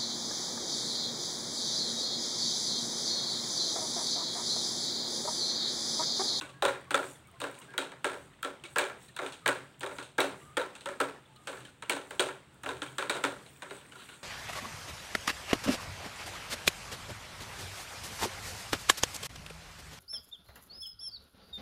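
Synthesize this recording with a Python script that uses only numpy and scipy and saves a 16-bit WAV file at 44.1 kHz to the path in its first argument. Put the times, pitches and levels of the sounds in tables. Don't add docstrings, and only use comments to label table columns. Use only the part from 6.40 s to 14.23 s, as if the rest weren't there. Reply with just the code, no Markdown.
import sys
import numpy as np
from scipy import signal
from scipy.fft import rfft, irfft, next_fast_len
from scipy.io import wavfile
from scipy.ndimage import uniform_filter1d, map_coordinates

SR = 44100
rng = np.random.default_rng(int(sys.argv[2]) if len(sys.argv) > 2 else 0)


def gain_from_decibels(decibels):
    exponent = np.asarray(decibels, float) / 20
    return 10 ** exponent


def persist_wave(psi):
    counts = np.round(np.clip(psi, -1, 1) * 32767).astype(np.int16)
    wavfile.write(sys.argv[1], SR, np.atleast_2d(counts).T)


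N = 345303


def unit(x):
    return x / np.sqrt(np.mean(x ** 2) + 1e-20)


def filtered(x, response):
    m = next_fast_len(N + 8192)
    return irfft(rfft(x, m) * response(np.fft.rfftfreq(m, 1 / SR)), m)[:N]


def along(points, f):
    hz, db = np.transpose(points)
    return gain_from_decibels(np.interp(np.log(f + 1), np.log(hz + 1), db))


def resonant(x, modes):
    edge = 1 / (0.76 * modes[0][0])

    def shape(f):
        low_cut = ((1j * f * edge) ** 2 / (1 + 1.4j * f * edge - (f * edge) ** 2)) ** 2
        total = 0
        for k, (centre, width, db) in enumerate(modes):
            peak = 1j * f * width / (centre * centre - f * f + 1j * f * width)
            total = total + (-1) ** k * gain_from_decibels(db) * peak
        return low_cut * total

    def response(f):
        gain = shape(f)
        return gain / np.sqrt(np.mean(abs(gain) ** 2))

    return filtered(x, response)


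def echoed(x, db):
    lag = round(0.0098 * SR)
    return x + gain_from_decibels(db) * np.pad(x, (lag, 0))[:len(x)]


def hiss(spectrum, patchy_db, grain_db):
    grains = uniform_filter1d(rng.exponential(1, N + 512), 8)
    spiky = rng.standard_normal(N + 512) * gain_from_decibels(grain_db * grains)
    z = signal.stft(spiky, nperseg=512)[2]
    field = uniform_filter1d(uniform_filter1d(rng.standard_normal(z.shape), 6, 0), 10, 1)
    x = signal.istft(z * gain_from_decibels(patchy_db * unit(field)), nperseg=512)[1][:N]
    return unit(filtered(x, lambda f: along(spectrum, f)))


def droplets(count):
    when, pitch = rng.random(count), rng.standard_normal(count)
    size = np.minimum(rng.exponential(1, count), 3)
    t = np.arange(600) / SR
    hz = 2200 * np.exp(.35 * pitch)[:, None]
    cycles = hz * t * (1 + 8 * t)
    fade = gain_from_decibels(-60 * cycles / 30) * (1 - np.exp(-cycles))
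    pops = gain_from_decibels(4.6 * size)[:, None] * np.sin(2 * np.pi * cycles) * fade
    at = (when * N).astype(int)[:, None] + np.arange(len(t))
    return unit(np.bincount(at.ravel(), pops.ravel(), N + len(t))[:N])


# f/Hz, level/dB per Hz
AIR_COLOUR = [(12, -39), (24, -56), (44, 5), (137, 1), (635, -7.5), (1470, -12), (2050, -14.5),
              (3580, -11.5), (5400, -32), (8500, -16.5), (10900, -34), (15700, -35)]
# f/Hz, level/dB per Hz
RUMBLE_COLOUR = [(35, -44), (60, -13), (80, 11.5), (105, -7), (130, 14), (160, 3), (200, -1), (260, -36)]
# f/Hz, width/Hz, level/dB
LOW_HUM = (127, 7.9, -65.5)
# t/s, level/dB
HUM_LOAD = [(0, -58), (1.3, -63.5), (2.7, -62), (4, -63), (5.2, -62.5), (6.8, -61.5), (7.83, -69.5)]


def room():
    hz, width, hum_db = LOW_HUM
    s, load_db = np.transpose(HUM_LOAD)
    sway_db = 3 * map_coordinates(rng.standard_normal(50), [np.arange(N) * 6 / SR])
    load = gain_from_decibels(np.interp(np.arange(N) / SR, s, load_db - load_db.mean()) + sway_db)
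    hum = unit(resonant(rng.standard_normal(N), [(hz, width, 0)]))
    air = hiss(AIR_COLOUR, patchy_db=.7, grain_db=0)
    rumble = hiss(RUMBLE_COLOUR, patchy_db=2, grain_db=0)
    return gain_from_decibels(-56.5 - 5.0) * air + load * (gain_from_decibels(hum_db) * hum + gain_from_decibels(-60.5) * rumble)


# t/s, slosh level/dB
ARM_EFFORT = [(0, -57), (.62, -67), (.95, -57), (1.25, -51.5), (1.75, -62), (2.15, -57.5), (2.7, -62),
              (3.35, -61), (3.66, -81), (3.78, -72), (4.05, -59), (4.2, -59), (4.9, -63), (5.2, -49.5),
              (5.42, -69), (6.2, -58.5), (7.0, -56.5), (7.62, -54)]
# t/s, half length/s, fizz level/dB
DRAININGS = [(0.026, 0.11, -74), (0.676, 0.12, -56.5), (1.19, 0.15, -68), (1.768, 0.18, -69.5),
             (2.33, 0.06, -67), (2.64, 0.074, -64.5), (2.92, 0.1, -70), (3.198, 0.14, -72),
             (3.556, 0.094, -62.5), (4.03, 0.14, -68), (4.51, 0.3, -71), (5.15, 0.16, -65),
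             (5.72, 0.15, -66.5), (5.932, 0.085, -75), (6.452, 0.22, -72), (6.925, 0.69, -67.5),
             (7.354, .07, -63.5), (7.677, 0.25, -64.5)]
# f/Hz, level/dB per Hz
SLOSH_COLOUR = [(60, -62), (120, -2), (200, -4.5), (437, -7), (483, -13), (1200, -9.5), (1410, -9),
                (6000, -27.5), (7800, -39), (13200, -120)]
# f/Hz, level/dB per Hz
FIZZ_COLOUR = [(2710, -25), (4600, -4), (5150, -19), (5450, -6), (6290, -3.5), (7010, 1), (8430, 7.5),
               (11000, -7), (15700, -12)]


def stirring():
    t = np.arange(0, N + 64, 64) / SR
    wake, drain = 0, 0
    for s, knock_db, *_ in FIRM_BLOWS:
        u = np.maximum(t - s, 0) / 0.088
        wake = wake + gain_from_decibels(-40 + 0.92 * knock_db) * (u * np.exp(1 - u)) ** 2
    for s, half, db in DRAININGS:
        drain = drain + gain_from_decibels(db - 15.5 * abs((t - s) / half) ** 1.7)
    effort = gain_from_decibels(np.interp(t, *np.transpose(ARM_EFFORT))) + wake + gain_from_decibels(-11) * drain
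    fizzing = drain + gain_from_decibels(-87)
    effort = np.interp(np.arange(N) / SR, t, effort)
    fizzing = np.interp(np.arange(N) / SR, t, fizzing)
    swirl = hiss(SLOSH_COLOUR, patchy_db=2, grain_db=5)
    slosh = effort * gain_from_decibels(-5.5) * (swirl + gain_from_decibels(-9.0) * droplets(count=900))
    fizz = hiss(FIZZ_COLOUR, patchy_db=2.3, grain_db=10)
    return slosh + fizzing * gain_from_decibels(5.0) * fizz


# t/s, knock level/dB, belly relative level/dB, metal relative level/dB
FIRM_BLOWS = [(0.011, -26, -16.5, -9), (0.223, -12.5, -10.5, -15), (0.507, -18.5, -17, -11.5),
              (0.5435, -11.5, -15, -13.5), (1.016, -28.5, -6, -7), (1.3794, -16.5, -15, -11),
              (1.644, -10.5, -16.5, -15), (2.029, -21, -23, -14), (2.36, -11, -16, -17.5),
              (2.764, -24, -26, -13), (3.06, -7.5, -19.5, -20.5), (3.431, -20.5, -12, -18),
              (3.584, -24, -17, -12.5), (3.782, -5.5, -17, -25), (4.17, -12, -14.5, -17.5),
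              (4.458, -17.5, -20, -17.5), (4.602, -11, -14, -16), (5.0718, -22.5, -15, -11),
              (5.423, -23.5, -22, -16), (5.496, -14, -16, -9), (5.708, -24.5, -16, -14.5),
              (5.795, -12.5, -13.5, -9), (6.26, -22.5, -10, -16), (6.419, -21, -18.5, -12),
              (6.583, -14.5, -20.5, -14.5), (6.697, -15, -15.5, -10), (6.839, -11.5, -15.5, -14.5),
              (7.221, -22.5, -21.5, -17), (7.308, -27.5, -14, -16), (0.282, -15, -20, -19)]
# t/s, knock level/dB, belly relative level/dB, metal
# relative level/dB
FURTHER_KNOCKS = [(0.251, -12, -20.5, -13.5), (0.356, -24, -20, -28), (0.589, -35, 2, -15),
                  (0.629, -21, -19, -31), (1.002, -29.5, -15, -7), (1.039, -17, -19, -20),
                  (1.518, -29, -20, -18), (1.732, -29, -10.5, -14), (2.047, -19, -13.5, -16),
                  (2.384, -9, -16, -13), (2.498, -22, -16.5, -25), (2.79, -16, -17.5, -24),
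                  (2.817, -25, -11.5, -17.5), (2.833, -24.5, -9, -19), (2.862, -24.5, -19.5, -11.5),
                  (3.078, -8.5, -19, -15), (3.408, -30, -13, -8), (3.463, -24, -18.5, -16),
                  (3.804, -16, -12.5, -8.5), (3.837, -18.5, -9.5, -29), (4.197, -26, -10, -14),
                  (4.214, -21, -25, -18.5), (5.128, -24, -16.5, -23), (5.565, -20, -12.5, -33),
                  (5.887, -20.5, -19.5, -21.5), (6.235, -23, -16.5, -16), (6.29, -21.5, -15, -14.5),
                  (6.624, -18.5, -15.5, -18.5), (6.755, -19.5, -11.5, -32), (6.767, -21.5, -15, -16)]
# t/s, knock level/dB, metal relative level/dB
LIGHT_TOUCHES = [(0.092, -53.5, 2.5), (1.09, -46, -19), (1.142, -49, -1), (1.217, -44, -4.5),
                 (1.305, -40.5, -14), (1.337, -27.5, -25), (1.763, -48, -17), (2.238, -34, -7.5),
                 (2.253, -50, 2.5), (2.922, -40, -0.5), (3.492, -31, -19), (3.512, -25, -21), (3.564, -54, 1),
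                 (3.626, -53.5, 9.5), (4.352, -35, -7), (4.408, -45.5, -1.5), (4.487, -24, -16.5),
                 (5.204, -46.5, -3), (5.171, -44.5, -4), (5.251, -45, -1), (5.614, -36, -15),
                 (6.368, -48, -1), (6.894, -44, -7), (7.062, -54, 3.5), (7.521, -39, -10.5),
                 (7.556, -38, -11.5), (2.685, -58, 3), (7.689, -37.5, -9.5), (2.748, -62, -1),
                 (2.847, -39, -8), (6.307, -30.5, -14), (1.398, -31, -14), (1.414, -31, -10),
                 (7.298, -42, -7), (4.504, -33, -17)]


def contacts():
    grazes = [(s, db, -17, metal) for s, db, metal in LIGHT_TOUCHES]
    s, knock, belly, metal = np.transpose(FIRM_BLOWS + FURTHER_KNOCKS + grazes)
    ring = -2 + 0.31 * (metal + 15) + 0.017 * (knock + 22.0)
    rim = knock + metal
    return np.column_stack([s, knock + belly, knock, rim, rim - 5, ring])


# f/Hz, width/Hz, level/dB
BELLY_MODES = [(276, 13.2, 1), (379.6, 13.6, 3), (426.6, 26, -2), (516.6, 77, 2.5), (546, 61, 1),
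               (559.2, 25.8, 3), (617, 88, -3), (855, 246, -6)]
# f/Hz, width/Hz, level/dB
WALL_MODES = [(936, 69, 0), (1105, 107, -1.5), (1352, 111, 3), (1429, 31, -3), (1466, 16, -3),
              (1630, 263, -0.5), (2366, 510, -5.5), (2526, 234, -6.5)]
# f/Hz, width/Hz, level/dB
RIM_MODES = [(2575, 700, 10.45), (3605, 380, 11.3), (3820, 193, 13.1), (4430, 740, 0.5)]
# f/Hz, width/Hz, level/dB
WIRE_MODES = [(5270, 3100, -2.5), (7246, 1040, 9), (7575, 730, 10), (8605, 760, 7.5), (10230, 3000, -14.5),
              (15000, 4900, -44)]
# blow t60/s, after-ring t60/s, after-ring level/dB, offset/dB, first push (factor)
PART_DECAY = [
    (0.03, 0.35, 1, 3.5, 2.5),
    (0.02, 0.32, -6, -5.5, 1.15),
    (0.014, 0.33, -12.5, 8.5, 0.28),
    (0.009, 0.33, -14, 11, 1.2),
]
PART_ECHO = [-16, -16, -15, -11]


def taps():
    t, out, rows = np.arange(SR // 3) / SR, np.zeros(N), contacts()
    shakes = rng.standard_normal((len(rows), 4, len(t)), dtype=np.float32)
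    hardness = np.clip((rows[:, 2:3] + 40) / 25, 0, 1)
    rattle = rng.standard_normal((len(rows), 1, len(t)), dtype=np.float32)
    rattle = unit(uniform_filter1d(rattle, 130))
    shakes *= gain_from_decibels(2.25 * rattle * (1 - np.exp(-t / 0.0013))).astype(np.float32)
    for part, modes in enumerate([BELLY_MODES, WALL_MODES, RIM_MODES, WIRE_MODES]):
        blow_t60, ring_t60, ring_db, offset_db, crack = PART_DECAY[part]
        blow = echoed(gain_from_decibels(-60 * t / blow_t60), PART_ECHO[part])
        ring = gain_from_decibels(ring_db - 60 * t / ring_t60) * (1 - np.exp(-t / 0.0014))
        shakes[:, part, :3] = crack * hardness
        drive = np.zeros(N + SR)
        for row, shake in zip(rows, shakes[:, part]):
            level = gain_from_decibels(row[1 + part] + offset_db - 7.5)
            drive[round(row[0] * SR):][:len(t)] += level * (blow + gain_from_decibels(row[5]) * ring) * shake
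        out += resonant(drive[:N], modes)
    return out


# f/Hz, width/Hz, level/dB
LOW_BUCKET_MODES = [
    (128.6, 8.5, 2.5),
    (195, 39, -4.5),
]


def thuds():
    push = np.zeros(N)
    for s, knock_db, *_ in FIRM_BLOWS:
        push[round(s * SR)] = gain_from_decibels(knock_db - 10)
    return resonant(push, LOW_BUCKET_MODES)


# t/s, f/Hz, level/dB
BELLY_STRIKES = [(0.016, 307, -44), (0.2234, 825, -29), (0.2513, 551, -24), (0.2803, 481, -34),
                 (0.5437, 554, -31), (1.0166, 506, -36.5), (1.0395, 446, -37), (1.6442, 597, -32.5),
                 (2.0462, 474, -38.5), (2.359, 462, -34), (2.384, 372, -41), (2.7886, 670, -43),
                 (3.0599, 472, -40), (3.0784, 361, -33), (3.4321, 582, -38), (3.4615, 390, -39),
                 (3.5853, 290, -44.5), (3.7818, 484, -31.5), (3.8033, 373, -29.5), (4.1694, 507, -29),
                 (4.197, 559, -39), (4.4588, 551, -34), (4.6014, 530, -30), (5.0714, 546, -42),
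                 (5.4964, 278, -38.5), (5.7069, 580, -45), (5.7947, 374, -25), (6.2896, 462, -37),
                 (6.4193, 297, -39.5), (6.5829, 535, -41), (6.6248, 395, -41), (6.6962, 275, -37),
                 (6.8379, 555, -36), (7.3098, 407, -43.5)]
# t/s, f/Hz, level/dB
WALL_STRIKES = [(0.2234, 861, -41), (0.223, 1080, -27.5), (0.2514, 994, -24), (0.2513, 1470, -34),
                (0.281, 1110, -38), (0.281, 1420, -31), (0.5074, 1220, -38), (0.5082, 1480, -36),
                (0.5442, 1330, -23), (0.542, 1630, -30), (1.016, 1165, -39), (1.039, 1320, -42),
                (1.0393, 1620, -39), (1.3803, 1467, -32), (1.3796, 1590, -48), (1.6441, 1340, -24.5),
                (1.6458, 1630, -26), (2.0293, 1340, -36), (2.048, 1355, -30.5), (2.359, 1370, -32),
                (2.361, 1630, -23.5), (2.384, 1640, -28), (2.384, 2330, -24.5), (2.7895, 1350, -35),
                (3.061, 1335, -27), (3.0596, 1630, -24.5), (3.0787, 926, -38), (3.0782, 1620, -27),
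                (3.4317, 1790, -37), (3.586, 1440, -42), (3.782, 1330, -29), (3.7818, 1630, -23.5),
                (3.8033, 2260, -31), (3.8038, 2680, -31), (4.1687, 1357, -31), (4.1697, 1820, -34),
                (4.198, 1370, -34), (4.197, 1680, -37), (4.215, 947, -33), (4.215, 1340, -36),
                (4.46, 1305, -38), (4.603, 1315, -24.5), (4.6006, 1750, -33.5), (5.4964, 1870, -36),
                (5.4964, 2270, -29), (5.796, 1700, -31), (6.262, 1370, -33.5), (6.2603, 1540, -42),
                (6.2905, 1010, -34), (6.2898, 1520, -36), (6.4197, 1390, -37), (6.4176, 1720, -42),
                (6.583, 1130, -40), (6.5835, 1366, -30.5), (6.6247, 1395, -32.5), (6.697, 1475, -25.5),
                (6.6962, 2270, -33), (6.8391, 1400, -27)]
# t/s, f/Hz, level/dB
RIM_STRIKES = [(0.012, 2700, -38.5), (0.2234, 3860, -25.5), (0.2517, 3820, -29), (0.2803, 3800, -34.5),
               (0.507, 3850, -44), (0.5437, 3540, -27), (1.0166, 3780, -36.5), (1.0395, 3830, -49),
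               (1.3787, 3260, -27), (1.379, 3790, -28), (1.6442, 3500, -37), (2.0296, 3270, -38),
               (2.0462, 3280, -37), (2.359, 2820, -36), (2.7886, 3800, -38.5), (3.0584, 3500, -46),
               (3.0784, 2350, -36), (3.4316, 3300, -40), (3.4615, 3700, -40), (3.5856, 3880, -42),
               (3.7818, 3360, -36), (3.8033, 3890, -25.5), (4.169, 3270, -31), (4.197, 3900, -39),
               (4.214, 3800, -39), (4.4588, 2780, -40), (4.601, 3220, -46), (5.4977, 2860, -31),
               (5.7947, 3300, -24.5), (6.2627, 2800, -38), (6.2904, 3700, -36), (6.4194, 3150, -35),
               (6.5829, 3880, -48), (6.696, 3800, -27.5), (6.8384, 3550, -36)]
# t60/s, rise/s, offset/dB, echo level/dB
RING_SHAPES = [
    (0.13, 0.0038, 4, -20.5),
    (0.035, 0.00072, 7.5, -18),
    (0.015, 0.00036, 9, -27),
]


def rings():
    t, out = np.arange(SR // 3) / SR, np.zeros(N)
    strikes = [BELLY_STRIKES, WALL_STRIKES, RIM_STRIKES]
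    for table, (t60, rise, offset_db, echo_db) in zip(strikes, RING_SHAPES):
        part = np.zeros(N + SR)
        fade = gain_from_decibels(offset_db - 60 * t / t60) * (1 - np.exp(-t / rise))
        for s, hz, db in table:
            part[round(s * SR):][:len(t)] += gain_from_decibels(db) * fade * np.sin(2 * np.pi * hz * t)
        out += echoed(part[:N], echo_db)
    tail_t60_s, tail_rise_s, tail_db = 0.33, 0.0043, -8
    tail = rng.standard_normal(len(t)) * gain_from_decibels(-60 * t / tail_t60_s) * (1 - np.exp(-t / tail_rise_s))
    return out + gain_from_decibels(tail_db) * signal.fftconvolve(out, tail / np.linalg.norm(tail))[:N]


# t/s, length/s, f/Hz, level/dB
FAR_TONES = [(.088, .04, 1160, -55), (.025, .055, 2250, -54), (.94, .06, 1070, -61), (1.28, .1, 1630, -54),
             (2.27, .08, 2290, -64), (4.015, .05, 1180, -57), (4.06, .11, 1210, -57), (4.88, .12, 866, -65),
             (4.955, .11, 1235, -62), (6.46, .06, 2300, -59), (7.715, .05, 1430, -55),
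             (.013, .07, 1490, -49), (.228, .08, 572, -32), (4.458, .08, 575, -41), (2.236, .045, 350, -53),
             (.012, .025, 1100, -46), (5.49, .07, 262, -46), (5.51, .07, 1550, -41),
             (.468, .045, 1130, -56), (.135, .09, 1620, -61), (.13, .08, 1110, -63),
             (3.04, .025, 1240, -55), (.85, .04, 2250, -63), (1.17, .06, 1020, -60), (.93, .05, 700, -63),
             (.235, .07, 1394, -35), (.265, .045, 830, -38)]
# t/s, f/Hz, level/dB
DRIP_PINGS = [(4.852, 3500, -62), (.75, 3500, -60), (.885, 1250, -59), (1.213, 2850, -53),
              (4.96, 2950, -61), (2.249, 3850, -55), (2.237, 2530, -48), (2.25, 2260, -45),
              (7.22, 1020, -46), (2.69, 1800, -57), (3.02, 1240, -58), (4.01, 2830, -61),
              (4.535, 1650, -52), (5.25, 3080, -53), (5.25, 1700, -55), (5.28, 1480, -55),
              (5.445, 2900, -55), (6.48, 3230, -52), (7.06, 2250, -59), (7.515, 2900, -55),
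              (7.553, 1400, -48), (7.594, 1350, -52), (7.685, 2250, -53), (3.555, 7400, -58),
              (4.406, 3950, -54), (4.959, 4050, -59), (.088, 2720, -55), (7.688, 1500, -51),
              (7.688, 2800, -55), (7.56, 1000, -56), (7.518, 1500, -57), (1.333, 1420, -51),
              (1.345, 2250, -56), (3.089, 1500, -30), (3.108, 1450, -37), (7.62, 3900, -58),
              (6.742, 3750, -45), (.592, 1370, -38), (1.21, 950, -55), (2.681, 4050, -58),
              (2.745, 3900, -63), (5.802, 1480, -35), (4.617, 1400, -35)]


def tones():
    out = np.zeros(N)
    drips = [(s, .021, hz, db) for s, hz, db in DRIP_PINGS]
    for s, length, hz, db in FAR_TONES + drips:
        u = np.arange(round(length * SR)) / SR
        wander = np.cumsum(rng.standard_normal(SR // 4))[:len(u)]
        drift = 3.6e-5 * max(hz, 1300) * wander
        swell = np.sin(np.pi * (u / length) ** .5)
        out[round(s * SR):][:len(u)] += gain_from_decibels(db + 3.5) * swell * np.sin(2 * np.pi * hz * u + drift)
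    return out


# t/s, peak level/dB
BRIGHT_TICKS = [(0.223, -35), (0.5072, -30), (0.5445, -25), (1.0016, -34), (1.0395, -46), (1.2002, -38),
                (1.379, -21), (2.0282, -25.5), (2.384, -18.5), (2.765, -31), (3.059, -31), (3.0774, -15.5),
                (3.3955, -36), (3.4072, -42), (3.7808, -32), (3.8023, -18), (4.4578, -39), (4.6019, -25),
                (5.0714, -44), (5.497, -17.5), (5.7069, -36), (5.798, -22), (6.2335, -37), (6.2896, -45),
                (6.582, -29), (6.696, -25), (6.837, -30),
                (0.412, -49), (0.4434, -50), (0.8724, -46), (0.883, -49), (0.9144, -48), (1.1129, -41),
             (1.189, -38), (2.6833, -53), (2.8609, -50), (3.3124, -55), (4.9616, -45), (6.1439, -44),
             (7.0628, -55), (7.3894, -56)]


def ticks():
    t, drive = np.arange(SR // 20) / SR, np.zeros(N + SR)
    shape = gain_from_decibels(-60 * t / 0.0057) + gain_from_decibels(-15.5 - 60 * t / .05)
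    for s, db in BRIGHT_TICKS:
        shake = rng.standard_normal(len(t))
        drive[round(s * SR):][:len(t)] += gain_from_decibels(db - 6.5) * shape * shake
    return resonant(echoed(drive[:N], -13.0), [(8460, 1100, 16.0), (12700, 2700, 2), (15200, 3400, 4.5)])


SINGING_WIRES = [3040, 3600, 5490, 6800, 7900, 8250, 8500, 8800]
TOP_WIRES = [12570, 13600, 15110, 15640]
# t/s, length/s, level/dB, top wires relative level/dB
WIRE_SONGS = [
    (2.6, .08, -66, -14),
    (7.095, .125, -74, 0),
]


def singing():
    t, out = np.arange(N) / SR, np.zeros(N)
    width_hz = 110
    low = unit(resonant(rng.standard_normal(N), [(hz, width_hz, 0) for hz in SINGING_WIRES]))
    top = unit(resonant(rng.standard_normal(N), [(hz, width_hz, 0) for hz in TOP_WIRES]))
    for s, length, db, top_db in WIRE_SONGS:
        gate = np.clip(np.minimum((t - s) / .005, (s + length - t) / .02), 0, 1)
        out += gain_from_decibels(db) * gate * (low + gain_from_decibels(top_db) * top)
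    return out


# t/s, half length/s, level/dB
WALL_DRAGS = [
    (2.637, 0.052, -64.5),
    (7.37, 0.1, -59),
    (7.616, 0.051, -52.5),
    (7.727, 0.066, -56),
]


def scrapes():
    t = np.arange(N) / SR
    press = sum(gain_from_decibels(db - 13.3 * ((t - s) / half) ** 2) for s, half, db in WALL_DRAGS)
    grains = uniform_filter1d(rng.exponential(1, N), size=40)
    rub = rng.standard_normal(N) * gain_from_decibels(7 * grains)
    rim = unit(resonant(rub, RIM_MODES))
    wall = unit(resonant(rub, WALL_MODES))
    return press * (rim + gain_from_decibels(-4.5) * wall + gain_from_decibels(-5.5) * droplets(count=1500))


def scene():
    background = room() + stirring()
    struck = taps() + thuds() + rings()
    small = tones() + ticks() + singing() + scrapes()
    return (background + struck + small)[None]


def low_pass(x):
    return signal.sosfilt(signal.butter(12, 17150, fs=SR, output="sos"), x)


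# f/Hz, level/dB
MICROPHONE_TONE = [(60, -6.5), (200, -2), (300, -1), (13500, -2), (15300, -1), (15750, 4)]
# f/Hz, level/dB
TOP_LIMIT = [(15800, 0), (15900, -22), (16600, -26), (17100, -60)]


def record(dry):
    heard = filtered(dry[0], lambda f: along(MICROPHONE_TONE, f) * along(TOP_LIMIT, f))[None]
    return low_pass(heard)


dry = scene()
out = record(dry)
persist_wave(out)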